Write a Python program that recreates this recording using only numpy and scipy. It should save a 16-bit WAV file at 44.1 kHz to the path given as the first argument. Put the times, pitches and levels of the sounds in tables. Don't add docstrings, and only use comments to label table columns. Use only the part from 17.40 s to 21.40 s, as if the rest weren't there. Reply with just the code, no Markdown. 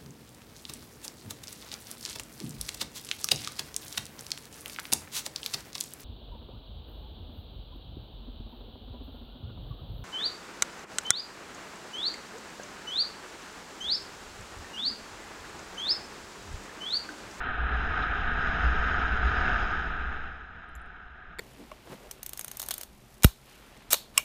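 import sys
import numpy as np
from scipy import signal
from scipy.fft import rfft, irfft
from scipy.io import wavfile
from scipy.ndimage import uniform_filter1d

SR = 44100
rng = np.random.default_rng(int(sys.argv[2]) if len(sys.argv) > 2 else 0)


def store_pcm(level_fs):
    pcm = np.round(np.clip(level_fs, -1, 1) * 32767).astype(np.int16)
    wavfile.write(sys.argv[1], SR, np.atleast_2d(pcm).T)


N = 176400

# time in seconds, relative level in dB.
ROLLING_LEVEL = [(0, -33.5), (.15, -35.5), (.45, -32), (.62, -31), (.85, -32), (1.15, -30), (1.5, -30),
                 (1.8, -31), (1.92, -29), (2.12, -29), (2.4, -33), (2.75, -38.5), (3.08, -47.5),
                 (3.96, -50)]


def undb(db):
    return 10 ** (np.asarray(db) / 20)


def unit(x):
    return x / np.sqrt(np.mean(x ** 2))


def envelope(rows):
    return undb(np.interp(np.arange(N) / SR, *np.array(rows).T))


def colour(x, points, modes=()):
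    freqs = np.arange(N // 2 + 1) * SR / N + 1e-6
    hz, db = np.array(points).T
    power = undb(np.interp(np.log(freqs), np.log(hz), db)) ** 2
    for centre, width, peak in modes:
        power += (undb(peak) / (1 + ((freqs - centre) / width) ** 2)) ** 2
    cepstrum = irfft(np.log(power), N)
    cepstrum[N // 2:] = 0
    return unit(irfft(rfft(x) * np.exp(rfft(cepstrum)), N))


def band(x, hz, width_hz):
    edges = [hz - width_hz / 2, hz + width_hz / 2]
    return signal.sosfilt(signal.butter(2, edges, "band", fs=SR, output="sos"), x)


def wander(rate_hz):
    hold = int(SR / rate_hz)
    steps = np.repeat(rng.standard_normal(N // hold + 1), hold)
    return unit(uniform_filter1d(uniform_filter1d(steps, hold), hold)[:N])


def road_grains(spread_db, per_second=6000):
    hits = rng.random(N) < per_second / SR
    polarity = rng.choice([-1, 1], N)
    return hits * polarity * undb(spread_db * np.minimum(rng.exponential(size=N), 5))


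def still_air(level_db=-83.5):
    # frequency in Hz, relative level in dB.
    air_tone = [(100, -1), (2000, -8.5), (6000, -17.5), (12000, -27), (16000, -28.5)]
    return colour(rng.standard_normal(N), air_tone) * undb(level_db)


def wheels(rattle_gain_db=1.0, flutter_db=.5):
    # frequency in Hz, relative level in dB.
    body_tone = [(70, -17), (130, -8.5), (240, -7.5), (350, -14), (470, -13), (570, -20.5), (660, -9.5),
                 (920, -10.5), (1130, -16), (1260, -2), (1620, 0.5), (1800, -6), (2060, -15), (2750, -16.5),
                 (2950, -20.5), (3200, -21.5), (3450, -24), (3980, -26.5), (4250, -40), (4700, -66),
                 (8000, -84.5)]
    # centre in Hz, half-width in Hz, relative peak in dB.
    body_modes = [(165, 20, -11), (422, 45, -11.5), (735, 35, -5), (1253, 45, 0), (1490, 100, -4),
                  (3075, 50, -18), (3665, 70, -26), (4016, 35, -26)]
    # frequency in Hz, relative level in dB.
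    hiss_tone = [(3800, -24), (4600, -9.5), (4950, -2), (5400, -4.5), (5800, -15.5), (6000, -23.5),
                 (6600, -20), (7100, -21.5), (7900, -29.5), (8600, -38), (10200, -41), (11500, -50),
                 (13000, -59.5)]
    # centre in Hz, half-width in Hz, relative peak in dB.
    hiss_modes = [(4376, 30, -4), (4980, 50, 1), (5707, 60, -9), (6184, 50, -4), (6380, 50, -8),
                  (6698, 55, -2)]
    # time in seconds, level in dB.
    hiss_level = [(0, -72), (.1, -76), (.3, -74), (.39, -66), (.63, -62.5), (.71, -68.5), (.8, -62.5),
                  (.87, -68.5), (1.05, -61), (1.3, -59.5), (1.52, -59.5), (1.83, -63.5), (1.89, -57.5),
                  (2.15, -57.5), (2.41, -62.5), (2.5, -68), (2.75, -72), (3.1, -82), (3.9, -85)]
    rattle = colour(road_grains(spread_db=1.8), body_tone, body_modes) * envelope(ROLLING_LEVEL)
    hiss = colour(road_grains(spread_db=3), hiss_tone, hiss_modes) * envelope(hiss_level)
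    flutter = undb(flutter_db * wander(rate_hz=30.12))
    return (rattle * undb(rattle_gain_db) + hiss) * flutter


def mount_shudder(t, pitch_hz=58.95, hum_gain_db=-5):
    # centre in seconds, half-length in seconds, peak level in dB.
    bumps = [(0.244, 0.048, -24.5), (0.371, 0.073, -25.5), (0.797, 0.013, -24.5), (1.267, 0.031, -19),
             (1.421, 0.088, -29.5), (1.74, .05, -25), (1.86, 0.031, -20.5), (1.986, 0.016, -26),
             (2.659, .05, -29), (3.377, 0.016, -37.5)]
    hum = unit(band(rng.standard_normal(N), pitch_hz, width_hz=29))
    out = hum * envelope(ROLLING_LEVEL) * undb(hum_gain_db)
    for at, half_length, db in bumps:
        swell = undb(db) * np.exp(-((t - at) / half_length) ** 2)
        out += swell * np.cos(2 * np.pi * pitch_hz * (t - at))
    return out


def wind(t, gain_db=-3.5, gust_at_s=.91, gust_half_length_s=.08, gust_rise_db=10):
    # frequency in Hz, relative level in dB.
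    wind_tone = [(5, -3), (12, 10), (20, -2), (30, -2), (42, -1.5), (90, -19.5), (200, -30.5), (600, -88)]
    gust = undb(gust_rise_db * np.exp(-((t - gust_at_s) / gust_half_length_s) ** 2))
    return colour(rng.standard_normal(N), wind_tone) * envelope(ROLLING_LEVEL) * gust * undb(gain_db)


def wheel_scuff(t, at_s=.634, half_length_s=.014, pitch_hz=3600, width_hz=800, level_db=-46):
    slip = np.exp(-((t - at_s) / half_length_s) ** 2)
    scrape = band(road_grains(spread_db=1.8), pitch_hz, width_hz)
    ring = band(scrape, pitch_hz, width_hz)
    return unit(ring) * undb(level_db) * slip


def grit_ticks(t, decay_s=.00056, tail_db=-26, tail_decay_s=.011):
    # start in seconds, peak level in dB, pitch in Hz.
    ticks = [(3.2908, -61, 9400), (3.353, -42, 7140), (3.3527, -50, 11400), (3.3612, -50, 11300),
             (3.3614, -55, 7400), (3.3765, -63, 11300), (3.3968, -69, 8000), (3.4173, -57, 9500),
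             (3.4603, -66, 9150)]
    out = np.zeros(N)
    for at, db, hz in ticks:
        age = np.maximum(t - at, 0)
        snap = np.exp(-age / decay_s)
        tail = undb(tail_db) * np.exp(-age / tail_decay_s)
        shape = (t > at) * (snap + tail) + 1e-18
        tick = band(shape * rng.standard_normal(N), hz, width_hz=920)
        out += undb(db) * tick / np.abs(tick).max()
    return out


def clatter(t, detune_spread=.02):
    # start in seconds, peak level in dB.
    bounces = [(3.9869, -28), (3.990, -28.5), (3.9927, -20.5), (3.9948, -21.5)]
    # pitch in Hz, relative level in dB, seconds to fall by 60 dB.
    struck_modes = [(475, -10.5, 0.067), (1830, -6, 0.021), (2130, 0, 0.015), (3620, -7, 0.013),
                    (4380, -6, 0.011), (7300, -6, .007), (9160, -10, .005), (11800, -11, 0.0051)]
    out = np.zeros(N)
    for at, db in bounces:
        age = t[t > at] - at
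        ring = np.zeros_like(age)
        for hz, mode_db, t60 in struck_modes:
            detuned_hz = hz * (1 + detune_spread * rng.standard_normal())
            ring += undb(mode_db - 60 * age / t60) * np.sin(2 * np.pi * detuned_hz * age)
        out[t > at] += undb(db) * ring / np.abs(ring).max(initial=1)
    return out


def scene():
    t = np.arange(N) / SR
    bed = still_air() + wheels() + mount_shudder(t) + wind(t)
    return (bed + wheel_scuff(t) + grit_ticks(t) + clatter(t))[None]


def record(dry, fade_in_s=.004, high_cut_hz=14000):
    fade = np.minimum(np.arange(N) / SR / fade_in_s, 1)
    high_cut = signal.ellip(8, .2, 70, high_cut_hz, fs=SR, output="sos")
    return signal.sosfilt(high_cut, dry * fade)


dry = scene()
out = record(dry)
store_pcm(out)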